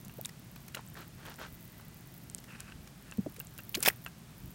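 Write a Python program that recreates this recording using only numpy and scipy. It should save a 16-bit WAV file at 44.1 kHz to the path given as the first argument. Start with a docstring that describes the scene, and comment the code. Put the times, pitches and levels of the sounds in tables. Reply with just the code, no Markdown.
"""A low rumble of outdoor air with a far hum runs throughout, under the fizz of a pool of liquid mud,
heard from close by in its small crater. Pops and gulps are pitched tones, drips are longer-ringing pops;
domes tear in sprays of random snaps, and gas sighs as a sputter of tiny ringing bubbles.
Fingers tap and rub the case of the hand-held microphone, which rings in its own modes. A thin tone
wavers faintly, breeze puffs in the bass, and the crater rim scatters back a short, dull tail."""
import sys
import numpy as np
from scipy import signal
from scipy.fft import rfft, irfft
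from scipy.io import wavfile

SR = 44100
rng = np.random.default_rng(int(sys.argv[2]) if len(sys.argv) > 2 else 0)


def inscribe(sig):
    """Save sig as 16-bit PCM at rate SR to the path in sys.argv[1].

    A 1-D sig is mono; a 2-D sig holds one channel per row.
    Samples are clipped to [-1, 1] before scaling.
    """
    pcm = np.round(np.clip(np.atleast_2d(sig).T, -1, 1) * 32767)
    wavfile.write(sys.argv[1], SR, pcm.astype(np.int16))


N = 200302
TIME = np.arange(N) / SR
CUTOFF_HZ = 15950   # top of the microphone's range

# All event levels are before the crater and the microphone; rms levels are at the top of the arch.
# Spectrum of the open air. Each row: frequency in Hz, relative level in dB.
AIR_COLOUR = [(25, -12), (50, -2.5), (62, -3), (80, -5.5), (120, 0.5), (180, 0.5), (235, -6.5), (320, -11),
              (480, -19), (650, -17.5), (900, -20), (1600, -21.5), (2800, -24), (5000, -26.5),
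              (9000, -28.5), (13000, -32), (16000, -33.5)]
# Far hum in the rumble. Each row: centre in Hz, bandwidth in Hz, rms level in dB.
HUM_BANDS = [(130, 14, -60.5), (162.4, 7.8, -63.5), (224.3, 18, -66.5)]
# Liveliness of the surface fizz. Each row: time in seconds, drive level of the ticks in dB.
FIZZ_LEVELS = [(0, -44.5), (.7, -44), (2.2, -44), (2.7, -49.5), (3.6, -42.5), (3.86, -34.5), (4.15, -47),
               (4.54, -43)]
# Gas pockets snapping open, from dry ticks to ringing drips. Each row: start in seconds, peak level
# in dB, starting pitch in Hz, ring length to -60 dB in cycles of that pitch.
POPS = [(.0499, -39, 7000, 20), (.213, -23, 14000, 35), (.2487, -30, 9500, 41), (0.25, -30, 3650, 40),
        (0.2576, -18.5, 7650, 9.2), (.747, -30, 2800, 25), (0.751, -33.5, 3930, 34), (.771, -36, 2700, 17),
        (0.771, -34, 1400, 13), (0.7926, -36.5, 910, 7.6), (.876, -42, 7750, 45), (.9541, -40.5, 1730, 19),
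        (1.342, -37.5, 5300, 6.3), (2.2994, -28.5, 7650, 7.8), (2.3481, -18, 8260, 11),
        (2.383, -32, 7000, 10), (2.4432, -44, 1900, 12), (2.6047, -22.5, 7900, 5.6),
        (3.3945, -32.5, 8060, 14), (3.401, -18.5, 14800, 13), (3.4708, -35, 7600, 18),
        (3.579, -27.5, 13200, 4.3), (3.5863, -26, 14000, 9.3), (3.6935, -23, 15200, 32),
        (3.745, -21.5, 2870, 14), (3.7495, -15.5, 4870, 3), (3.7542, -17, 3660, 4.9),
        (3.805, -25.5, 8550, 26), (3.828, -9.5, 9900, 8.5), (3.8331, -11, 8550, 3.8),
        (3.8613, -20.5, 1570, 14), (3.8611, -17, 3420, 27), (3.877, -15.5, 636, 3.5),
        (3.8778, -6.5, 13000, 5.8), (3.8823, -20.5, 710, 5.4), (3.8842, -9.5, 2380, 11),
        (3.8859, -5, 13800, 25), (3.887, -11.5, 11300, 16), (3.9011, -25, 1860, 17),
        (4.0488, -29, 12800, 18)]
# Fingers tapping the case. Each row: start in seconds, click level in dB, settling time in ms.
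TAPS = [(0.096, -48, 15), (2.5028, -47.5, 35), (2.722, -43, 13), (3.123, -39, 5.2), (3.4051, -40, 7.9),
        (3.59, -38, 21), (4.063, -32, 21)]
# Modes of the microphone case. Each row: pitch in Hz, gain in dB, decay time to -60 dB in ms.
CASE_MODES = [(1350, -30, 15), (1598, -6, 35), (1870, -5, 7.6), (2700, 3, 12.7), (3650, -29, 6)]
# Spectrum of skin on the case. Each row: frequency in Hz, relative level in dB.
RUB_COLOUR = [(500, -9.5), (900, -6.5), (1550, 3.5), (2200, -2.5), (2650, 5), (3400, -15), (5000, -12),
              (9000, -13.5)]
# Large cavities ringing under the mud. Each row: start in seconds, peak level of the main tone in dB,
# first pitch in Hz, last pitch in Hz, length in ms, overtone level against the main tone in dB.
GULPS = [(0.1832, -40.5, 350, 900, 18.4, -15), (.765, -43.5, 430, 820, 15, -4),
         (3.1829, -22.5, 207, 214, 19.8, -14.5), (3.2624, -31.5, 253, 370, 14.7, 0),
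         (3.3831, -45, 380, 520, 7, -17), (3.753, -41, 188, 237, 22.5, -18),
         (3.770, -33.5, 253, 490, 18.5, -10), (3.876, -32, 399, 475, 11.45, -13)]
# Mud skin tearing into spray. Each row: start in seconds, rms level in dB, length in ms,
# treble tilt in dB per octave.
SPRAYS = [(.237, -57, 10, 3), (0.2521, -41, 9, 1.5), (0.291, -45, 8.3, -0.5), (0.5593, -49, 11, -2.5),
          (0.682, -43.5, 6.4, 1), (0.7466, -34, 9, 0.5), (2.386, -49, 7.9, -2.5), (2.4405, -48, 7.1, 3.5),
          (2.597, -51, 20, 0), (2.873, -50.5, 9, -1), (3.3628, -48, 11.4, 2), (3.7486, -32.5, 15, 1.5),
          (3.77, -41, 6.2, -4.5), (3.826, -30.5, 16.7, 1.5), (3.850, -29.5, 10, 1), (3.858, -24, 11.7, 0.5),
          (3.867, -21.5, 11, 13.5), (3.8808, -20, 11.4, 2.3)]
# Spectrum of spray before its tilt. Each row: frequency in Hz, relative level in dB.
SPRAY_COLOUR = [(300, 0), (700, -1), (1100, 0.5), (2400, 2.5), (4000, 0.5), (6500, -0.5), (10000, -1),
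                (15000, -1.5)]
# Spectrum of bubbles freed by a tear. Each row: frequency in Hz, relative level in dB.
FREED_COLOUR = [(300, -7), (900, -8.5), (1500, 1), (2200, 5), (3400, -3), (5000, 0), (10000, -16)]
# Soft rushes of escaping gas. Each row: start in seconds, rms level in dB, length in ms.
SIGHS = [(.750, -49.5, 70), (.952, -48, 107), (1.17, -56, 150), (1.245, -49.5, 115), (1.38, -45, 110),
         (1.78, -58.5, 56), (3.765, -53, 200)]
# Spectrum of the sighs. Each row: frequency in Hz, relative level in dB.
SIGH_COLOUR = [(150, -1), (350, 0), (700, 0.5), (1000, -2), (1500, 4.5), (2000, -3.5), (3500, -6.5),
               (6500, -13), (10000, -18), (16000, -34)]
# A thin, faint tone. Each row: start in seconds, rms level in dB, length in ms.
WHINE = [(1.3, -71, 1200)]
# Puffs of breeze. Each row: start in seconds, rms level in dB, length in ms.
BREEZE_PUFFS = [(1.52, -49, 27), (2.69, -52, 220), (4.39, -50, 165)]
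# Spectrum of the breeze. Each row: frequency in Hz, relative level in dB.
BREEZE_COLOUR = [(25, -10), (60, -2), (110, -7), (250, -9.5), (700, -49)]
# Fingers sliding on the case. Each row: start in seconds, rms level in dB, length in ms.
RUBS = [(2.475, -54.5, 245), (2.677, -56.5, 56), (3.05, -60.5, 130)]


def from_db(db):
    """Decibels to gain."""
    return 10 ** (np.asarray(db) / 20)


def rms_one(x):
    """Scale to unit rms."""
    return x / np.sqrt(np.mean(x ** 2) + 1e-20)


def seconds(ms):
    """Milliseconds to seconds."""
    return ms / 1000


def add(out, s, sound):
    """Mix a sound in at s seconds."""
    at = max(round(s * SR), 0)
    out[at:at + len(sound)] += sound[:max(N - at, 0)]


def coloured(x, points, tilt_db=0):
    """Give x a smooth spectrum, tilted in dB per octave; rms 1."""
    hz, level_db = np.transpose(points)
    octave = np.log2(np.maximum(np.fft.rfftfreq(len(x), 1 / SR), 10))
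    curve_db = np.interp(octave, np.log2(hz), level_db) + tilt_db * octave
    return rms_one(irfft(rfft(x) * from_db(curve_db), len(x)))


def ring(clicks, hz, t60):
    """A damped resonance: a unit click sets off a sine of height 1, down 60 dB after t60 seconds."""
    r = from_db(-60 / (t60 * SR))
    w = 2 * np.pi * hz / SR
    return signal.lfilter([0, np.sin(w)], [1, -2 * r * np.cos(w), r * r], clicks + 1e-18)


def grains(per_s, spread_db):
    """Random clicks of either sign, many small and a few large."""
    sizes = from_db(spread_db * np.minimum(rng.exponential(1, N), 3))
    struck = rng.random(N) < per_s / SR
    return sizes * rng.choice([-1, 1], N) * struck


def swell(ms, skew):
    """One arch of loudness; a skew under 1 brings its top forward."""
    progress = np.linspace(0, 1, max(round(seconds(ms) * SR), 8))
    return np.sin(np.pi * progress ** skew)


def swells(rows, skew):
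    """A level curve made of arches."""
    out = np.zeros(N)
    for s, db, ms in rows:
        add(out, s, from_db(db) * swell(ms, skew))
    return out


def glide(first_hz, last_hz, ms, skew):
    """A sine that slides between two pitches under one arch."""
    arch = swell(ms, skew)
    hz = np.geomspace(first_hz, last_hz, len(arch))
    return arch * np.sin(2 * np.pi * np.cumsum(hz) / SR)


def flicker(per_s, spread_db):
    """A gain that wanders at random; rms 1."""
    wander = coloured(rng.standard_normal(N), [(per_s, 0), (4 * per_s, -80)])
    return rms_one(from_db(spread_db * wander))


def crackle(per_s, cycles, pitch_count=14):
    """Random grains, each ringing for a few cycles at one of many pitches, the high ones more often."""
    pitches = np.geomspace(300, 9000, pitch_count)
    odds = np.sqrt(pitches) / np.sqrt(pitches).sum()
    dealt = rng.choice(pitch_count, N, p=odds)
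    clicks = grains(per_s, spread_db=3.0)
    out = np.zeros(N)
    for k, hz in enumerate(pitches):
        out += np.sqrt(hz) * rms_one(ring(clicks * (dealt == k), hz, cycles / hz))
    return rms_one(out)


def rumble(rms_db=-52.5):
    """Open air as steady noise: low rumble and faint hiss."""
    return from_db(rms_db) * coloured(rng.standard_normal(N), AIR_COLOUR)


def far_hum():
    """Noise through narrow resonances gives a distant, unsteady hum."""
    out = np.zeros(N)
    for hz, width_hz, db in HUM_BANDS:
        t60 = np.log(1000) / (np.pi * width_hz)   # a narrower band rings longer
        out += from_db(db) * rms_one(ring(rng.standard_normal(N), hz, t60))
    return out


def fizz(mean_per_s=130, doubling_db=5, low_cut_hz=12000, hz=13800, t60_ms=0.43):
    """Pinhead bubbles tick high in the treble; each rise of doubling_db also doubles their rate."""
    db = np.interp(TIME, *np.transpose(FIZZ_LEVELS))
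    per_s = mean_per_s * 2 ** ((db - db.mean()) / doubling_db)
    ticks = grains(per_s, spread_db=5.5) * from_db(db)
    high_pass = signal.butter(2, low_cut_hz, "high", fs=SR, output="sos")
    return ring(signal.sosfilt(high_pass, ticks), hz, seconds(t60_ms))


def stray_pops(per_s=2, mid_db=-34.5, spread_db=4, low_hz=7000, high_hz=14000, cycles=5.8, count=60):
    """Faint ticks all over the pool at random moments and pitches, as rows like those of POPS."""
    gap, size, pitch = rng.random((count, 3)).T
    times = np.cumsum(-np.log(1 - gap)) / per_s
    levels_db = mid_db + spread_db * (2 * size - 1)
    pitches = low_hz * (high_hz / low_hz) ** pitch
    return [(s, db, hz, cycles) for s, db, hz in zip(times, levels_db, pitches) if s < N / SR]


def pops(rise=0.12, opening_cycles=0.31):
    """Each pocket opens within a cycle and rings for a few, its pitch rising as the hole widens."""
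    out, t = np.zeros(N), TIME[:SR // 30]
    for s, db, hz, cycles in POPS + stray_pops():
        age = t * hz / cycles   # 1 when the ring is down 60 dB
        phase = 2 * np.pi * np.cumsum(hz * (1 + rise * np.minimum(age, 1))) / SR
        opening = 1 - np.exp(-t * hz / opening_cycles)
        pop = opening * from_db(-60 * age) * np.sin(phase)
        add(out, s, from_db(db) * pop / np.max(np.abs(pop)))
    return out


def finger_friction():
    """Skin dragging over the case: a dense crackle in the colour of the rubs; rms 1."""
    return coloured(crackle(per_s=2500, cycles=7.3), RUB_COLOUR)


def case_taps(settle_db=-15, scuff_db=-14):
    """A fingertip's click and tiny settling slips ring the modes of the case, with a scuff of skin."""
    clicks = np.zeros(N)
    for s, db, _ in TAPS:
        add(clicks, s, from_db([db]))
    settling = swells(TAPS, skew=0.27)
    slips = from_db(settle_db) * settling * grains(per_s=790, spread_db=1.5)
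    out = from_db(scuff_db) * settling * finger_friction()
    for hz, db, t60_ms in CASE_MODES:
        out += from_db(db) * ring(clicks + slips, hz, seconds(t60_ms))
    return out


def gulps():
    """A big cavity sounds a gliding tone, a brief overtone and a low heave of mud, then sinks back."""
    overtone_ratio, overtone_share = 2.08, 0.8   # pitch and length against the gulp
    heave_db, heave_ratio = -11, 0.55   # level and pitch against the gulp
    rebound_db, rebound_stretch, rebound_sag = -13, 0.94, 0.675   # level, length, final pitch ratio
    out = np.zeros(N)
    for s, db, first_hz, last_hz, ms, overtone_db in GULPS:
        main = glide(first_hz, last_hz, ms, skew=0.86)
        overtone = glide(overtone_ratio * first_hz, overtone_ratio * last_hz,
                         ms * overtone_share, skew=0.23)
        heave = glide(heave_ratio * first_hz, heave_ratio * last_hz, ms, skew=0.55)
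        rebound = glide(last_hz, last_hz * rebound_sag, ms * rebound_stretch, skew=0.35)
        add(out, s, from_db(db) * main)
        add(out, s, from_db(db + overtone_db) * overtone)
        add(out, s, from_db(db + heave_db) * heave)
        add(out, s + seconds(ms), from_db(db + rebound_db) * rebound)
    return out


def tears():
    """A tearing skin sheds thousands of tiny snaps a second, inside a longer, fainter mist."""
    mist_db, mist_stretch, mist_lead = -18.5, 3.7, 1.1   # level; length, head start in tear lengths
    out, snaps = np.zeros(N), grains(per_s=12000, spread_db=10.5)
    for (s, db, ms, tilt_db), share in zip(SPRAYS, np.array_split(snaps, len(SPRAYS))):
        spatter = coloured(share[:8192], SPRAY_COLOUR, tilt_db)
        tear = swell(ms, skew=0.31)
        mist = swell(ms * mist_stretch, skew=1.0)
        add(out, s, from_db(db) * tear * rms_one(spatter[:len(tear)]))
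        mist_start = s - seconds(ms) * mist_lead
        add(out, mist_start, from_db(db + mist_db) * mist * rms_one(spatter[-len(mist):]))
    return out


def freed_bubbles(against_spray_db=-5):
    """Each tear sets bubbles ringing at many pitches, under an arch as long as the tear."""
    bubbles = coloured(crackle(per_s=2200, cycles=23), FREED_COLOUR)
    levels = swells([row[:3] for row in SPRAYS], skew=0.65)
    return from_db(against_spray_db) * levels * bubbles


def sighs():
    """Gas rushes out unevenly through wet mud, sputtering in countless tiny bubbles."""
    sputter = coloured(crackle(per_s=5000, cycles=5.8), SIGH_COLOUR)
    return swells(SIGHS, skew=0.75) * flicker(per_s=63, spread_db=2.0) * sputter


def whine(hz=2000, t60=0.18):
    """Noise through one narrow resonance gives a thin, wavering tone."""
    return swells(WHINE, skew=0.59) * rms_one(ring(rng.standard_normal(N), hz, t60))


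def breeze():
    """Puffs of moving air as arches of deep noise."""
    return swells(BREEZE_PUFFS, skew=0.79) * coloured(rng.standard_normal(N), BREEZE_COLOUR)


def finger_rubs():
    """A sliding finger scratches the case in fits, as friction under a wandering gain."""
    return swells(RUBS, skew=0.53) * flicker(per_s=26, spread_db=2.5) * finger_friction()


def crater(x, t60=0.18, scatter_db=-26.0, dull_hz=3500):
    """The rough rim scatters back a short, dull, faint tail of decaying noise."""
    t = TIME[:SR // 5]
    echoes = rng.standard_normal(len(t)) * from_db(-60 * t / t60)
    low_pass = signal.butter(1, dull_hz, fs=SR, output="sos")
    echoes = signal.sosfilt(low_pass, echoes / np.linalg.norm(echoes))
    return x + from_db(scatter_db) * signal.fftconvolve(x, echoes)[:N]


def scene():
    """The open air, the mud in its crater and the hand on the microphone."""
    mud = fizz() + pops() + gulps() + tears() + freed_bubbles() + sighs()
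    surroundings = rumble() + far_hum() + whine() + breeze()
    hand = case_taps() + finger_rubs()
    return (crater(mud) + surroundings + hand)[None]


def record(dry, low_cut_hz=35):
    """The microphone loses the deepest bass; the top is cut steeply."""
    high_pass = signal.butter(2, low_cut_hz, "high", fs=SR, output="sos")
    steep_cut = signal.ellip(10, .2, 70, CUTOFF_HZ, fs=SR, output="sos")
    return signal.sosfilt(steep_cut, signal.sosfilt(high_pass, dry))


dry = scene()
out = record(dry)
inscribe(out)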